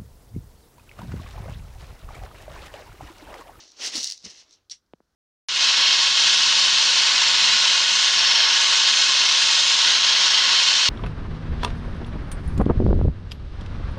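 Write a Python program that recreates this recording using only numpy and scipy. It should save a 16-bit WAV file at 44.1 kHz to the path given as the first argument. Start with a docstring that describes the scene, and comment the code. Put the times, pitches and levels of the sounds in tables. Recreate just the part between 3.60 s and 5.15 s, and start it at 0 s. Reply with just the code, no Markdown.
"""Cat rolling in a litter box

A cat rolls over in a plastic litter box in a small room. The granules grind and snap under its weight,
each collision a tiny crack. Its fur rubs along the wall with a soft hiss, and its body bumps the tray,
which booms briefly. A last flick throws up a short spray of litter, then two soft low taps follow."""
import sys
import numpy as np
from scipy import signal
from scipy.fft import rfft, irfft
from scipy.io import wavfile
from scipy.ndimage import uniform_filter1d

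SR = 44100
rng = np.random.default_rng(int(sys.argv[2]) if len(sys.argv) > 2 else 0)


def to_wav(s):
    """Save 16-bit WAV."""
    ch = np.atleast_2d(s).T  # columns
    pcm = np.round(np.clip(ch, -1, 1) * 32767)  # PCM
    wavfile.write(sys.argv[1], SR, pcm.astype(np.int16))


N = 68355
TIME = np.arange(N) / SR

# how hard the litter is stirred: t/s, level/dB
STIR_LEVELS = [(0, -46.5), (.06, -52), (.1, -53.5), (.155, -58.5), (.22, -31.5), (.272, -25), (.312, -39.5),
               (.36, -24.5), (.42, -31), (.445, -29.5), (.53, -37), (.56, -50), (.63, -57), (.65, -34.5),
               (.68, -45.5), (.705, -42.5), (.732, -50.5), (.805, -47), (.855, -66.5), (.89, -63.5),
               (.935, -51.5), (.99, -75.5), (1.08, -85)]
# strength of the low part of the grinding: t/s, level/dB
LOW_GRIND_LEVELS = [(0, -57), (.06, -64.5), (.11, -75), (.165, -68.5), (.22, -37.5), (.272, -36.5),
                    (.312, -49), (.338, -36), (.41, -44.5), (.53, -53.5), (.575, -75), (.622, -82),
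                    (.65, -48), (.705, -55.5), (.735, -58.5), (.825, -58), (.855, -88), (.935, -72.5),
                    (1.05, -102)]
# how hard the fur rubs: t/s, level/dB
RUB_LEVELS = [(0, -54.5), (.09, -65.5), (.16, -64.5), (.205, -44.5), (.275, -44), (.315, -50),
              (.365, -40.5), (.48, -64.5), (.59, -72), (.66, -59), (.745, -62.5), (.98, -70.5),
              (1.08, -87.5)]
# single granules snap or hit the wall: t/s, level/dB
SNAPS = [(0.1187, -36), (0.402, -28), (0.408, -24), (0.4202, -26), (0.4303, -20), (.4375, -19),
         (0.4434, -14.5), (0.4709, -21), (.474, -21.5), (0.5, -18.5), (.5113, -21.5), (0.5218, -19.5),
         (0.577, -33.5), (.626, -44), (0.7005, -38), (0.708, -34.5), (.9095, -43.5), (0.9235, -59),
         (0.929, -45), (1.0981, -32), (1.263, -68)]
# the body bumps the tray: t/s, level/dB, boom f/Hz, boom fade time t/s, thud level/dB relative to the boom
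BODY_BUMPS = [(.35, -31.5, 300, 0.041, -18), (0.374, -36.5, 238, 0.055, -14),
              (.639, -45.5, 192, 0.083, -7.5), (.656, -40.5, 197, 0.063, -7.5),
              (0.892, -65, 307, 0.12, -14)]
# flicks that throw up litter: t/s, level/dB
PAW_FLICKS = [(1.096, -47), (1.1075, -37)]
# soft taps: t/s, knock level/dB, top of the click f/Hz, click level/dB
SOFT_TAPS = [(1.3357, -32.5, 3400, -35.5), (1.404, -47, 1720, -60)]

# Tone colours, which say how strong each frequency is next to the others: f/Hz, level/dB
GRIND_COLOUR = [(500, -49.5), (2000, -34.5), (2800, -15.5), (3400, -10), (4200, 0.5), (4900, -0.5),
                (5550, 3), (6400, -2.5), (7500, -14.5), (9400, -23.5), (11200, -40), (15500, -48.5)]  # granules grinding
CRUNCH_COLOUR = [(1500, -23.5), (4000, -9.5), (6000, 3.5), (7800, 0.5), (9500, -2), (11200, -15.5),
                 (15500, -17)]  # bright crunch under hard pressure
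LOW_GRAIN_COLOUR = [(300, -23), (1400, -16.5), (2050, -0.5), (2400, -6.5), (2900, 2.5), (3500, -4.5),
                    (5000, -13.5), (10000, -46.5)]  # lower grinding and patter
FUR_COLOUR = [(40, -21.5), (130, -19.5), (280, 1), (600, -1), (1200, -4), (2000, -7), (4000, -1.5),
              (9000, -34)]  # fur on plastic
ROOM_COLOUR = [(20, -12), (50, 5), (120, -5.5), (300, -8.5), (800, -16.5), (1600, -14.5), (2500, -31.5),
               (6000, -24), (7500, -29), (15500, -34)]  # the quiet room
SNAP_COLOUR = [(500, -44.5), (1800, -28.5), (3000, -13.5), (4000, -1), (5600, 3), (7500, -14.5),
               (9600, -22), (11200, -37.5), (15500, -39)]  # a single snap
SPRAY_COLOUR = [(200, -29), (1400, -32.5), (2100, -21.5), (3000, -11.5), (4200, -3), (4900, -2),
                (5600, 2.5), (6400, -9), (7500, -14.5), (9000, -19.5), (11000, -44.5), (15500, -58)]  # flicked litter

# A fade time (t60) is how long a sound takes to drop by 60 dB.
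GRAIN_T60_S, SNAP_T60_S = 0.003, 0.0079
GRAINS_PER_S, PRESSED_GRAINS_PER_S = 2200, 4200
FULL_STIR_DB = -25.5  # stirring this hard adds PRESSED_GRAINS_PER_S collisions


def from_db(db):
    """Turn decibels into a number to multiply by."""
    return 10 ** (np.asarray(db) / 20)


def unit_power(x):
    """Scale a signal so that its average power is 1."""
    return x / np.sqrt(np.mean(x ** 2) + 1e-20)


def curve(rows):
    """Join (time, value) rows by straight lines."""
    return np.interp(TIME, *np.transpose(rows))


def noise():
    """White noise: an even hiss."""
    return rng.standard_normal(N)


def colour(x, spectrum, size=4096):
    """Give a sound a tone colour; white noise keeps its overall power."""
    hz, db = np.transpose(spectrum)
    bin_hz = np.arange(size // 2 + 1) * SR / size
    gain = unit_power(from_db(np.interp(np.log(bin_hz + 1), np.log(hz), db)))
    # build the filter so that it rings only after a sound, never before it
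    cepstrum = irfft(np.log(gain))
    cepstrum[1:size // 2] *= 2
    cepstrum[size // 2 + 1:] = 0
    ring = irfft(np.exp(rfft(cepstrum)))
    return signal.fftconvolve(x, ring)[:N]


def burst(start, t60, attack=1 / SR, hold=0):
    """A loudness shape that rises, holds and dies away; all times in seconds."""
    age = TIME - start
    fade = np.exp(-np.log(1000) * np.maximum(age - attack - hold, 0) / t60)
    return np.clip(age / attack, 0, 1) * fade


def grains(per_s=GRAINS_PER_S):
    """A steady crackle of random collisions, most light, a few hard; each is a tiny dying crack."""
    sizes = from_db(2 * np.minimum(rng.exponential(1, N), 3.5))  # 0 to 7 dB
    hits = (rng.random(N) < per_s / SR) * sizes ** 2
    kept_per_sample = np.exp(-2 * np.log(1000) / (GRAIN_T60_S * SR))
    energy = signal.lfilter([1], [1, -kept_per_sample], hits + 1e-12)
    return noise() * np.sqrt(energy / uniform_filter1d(energy, size=900))  # level it out over 20 ms


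def crunch_gain(db, growth=1.9):
    """The bright crunch grows faster than the force behind it."""
    return from_db(FULL_STIR_DB + growth * (db - FULL_STIR_DB))


def grinding_litter():
    """Granules grind past each other; harder pressure brings more collisions and a bright crunch."""
    stir_db = curve(STIR_LEVELS)
    per_s = GRAINS_PER_S + PRESSED_GRAINS_PER_S * from_db(stir_db - FULL_STIR_DB)
    high = colour(grains(per_s) * from_db(stir_db - 2), GRIND_COLOUR)
    crunch = colour(grains() * from_db(-15) * crunch_gain(stir_db), CRUNCH_COLOUR)
    low = colour(grains(per_s) * from_db(curve(LOW_GRIND_LEVELS)), LOW_GRAIN_COLOUR)
    return high + crunch + low


def rubbing_fur():
    """The coat brushes along the plastic wall with a grainy hiss."""
    return from_db(curve(RUB_LEVELS)) * colour(grains(), FUR_COLOUR)


def add_echo(x, level_db=-13.5):
    """The tray walls and the room throw the sound back as a short tail."""
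    tail = noise() * burst(start=0.0055, t60=0.14)
    tail /= np.sqrt(np.sum(tail ** 2))
    return x + from_db(level_db) * signal.fftconvolve(x, tail)[:N]


def room_tone(level_db=-75.5):
    """The faint, steady rumble and hiss of the room."""
    return from_db(level_db) * colour(noise(), ROOM_COLOUR)


def snapping_granules():
    """Single granules snap or hit the wall; the harder ones sound brighter."""
    snap_shape = sum(from_db(db) * burst(start, SNAP_T60_S) for start, db in SNAPS)
    crunch_shape = from_db(-20) * sum(crunch_gain(db) * burst(start, SNAP_T60_S) for start, db in SNAPS)
    return colour(snap_shape * noise(), SNAP_COLOUR) + colour(crunch_shape * noise(), CRUNCH_COLOUR)


def tray_bumps(rise_s=0.005):
    """The cat's weight lands: a dull thud and the short boom of the loaded tray floor."""
    thud_band = signal.butter(2, [45, 477], "band", fs=SR, output="sos")
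    out = np.zeros(N)
    for start, db, boom_hz, boom_t60, thud_db in BODY_BUMPS:
        boom = np.sin(2 * np.pi * boom_hz * (TIME - start)) * burst(start, boom_t60, rise_s)
        thud = unit_power(signal.sosfilt(thud_band, noise())) * burst(start, t60=0.13, attack=rise_s)
        out += from_db(db) * (boom + from_db(thud_db) * thud)
    return out


def litter_spray(fall_delay_s=0.01, fall_db=-16.5):
    """A flick throws up granules, which fall back with a softer, lower patter."""
    def flicked(delay_s):
        return grains() * sum(from_db(db) * burst(start + delay_s, t60=0.1, attack=0.0035, hold=0.007)
                              for start, db in PAW_FLICKS)

    spray = colour(flicked(0), SPRAY_COLOUR)
    patter = colour(flicked(fall_delay_s), LOW_GRAIN_COLOUR)
    return spray + from_db(fall_db) * patter


def soft_taps(start_hz=980, end_hz=171, glide_s=0.0012):
    """Each tap is a soft click and a short knock that slides quickly down to a low pitch."""
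    out = np.zeros(N)
    for start, knock_db, top_hz, click_db in SOFT_TAPS:
        age = np.maximum(TIME - start, 0)
        cycles = end_hz * age + (start_hz - end_hz) * glide_s * (1 - np.exp(-age / glide_s))
        knock = np.sin(2 * np.pi * cycles) * burst(start, t60=0.022, attack=0.00041)
        spike = (np.arange(N) == int(start * SR)) + 1e-18
        click = signal.sosfilt(signal.butter(6, top_hz, fs=SR, output="sos"), spike)
        out -= from_db(knock_db) * knock + from_db(click_db) * click / click.max()
    return out


def scene():
    """Mix everything into one channel; only the litter and the fur get the echo."""
    rustle = grinding_litter() + rubbing_fur() + snapping_granules() + litter_spray()
    mix = add_echo(rustle) + room_tone() + tray_bumps() + soft_taps()
    return mix[None]


def record(dry):
    """Cut away the highest treble, above 15800 Hz."""
    return signal.sosfilt(signal.ellip(12, .1, 80, 15800, fs=SR, output="sos"), dry)


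dry = scene()
out = record(dry)
to_wav(out)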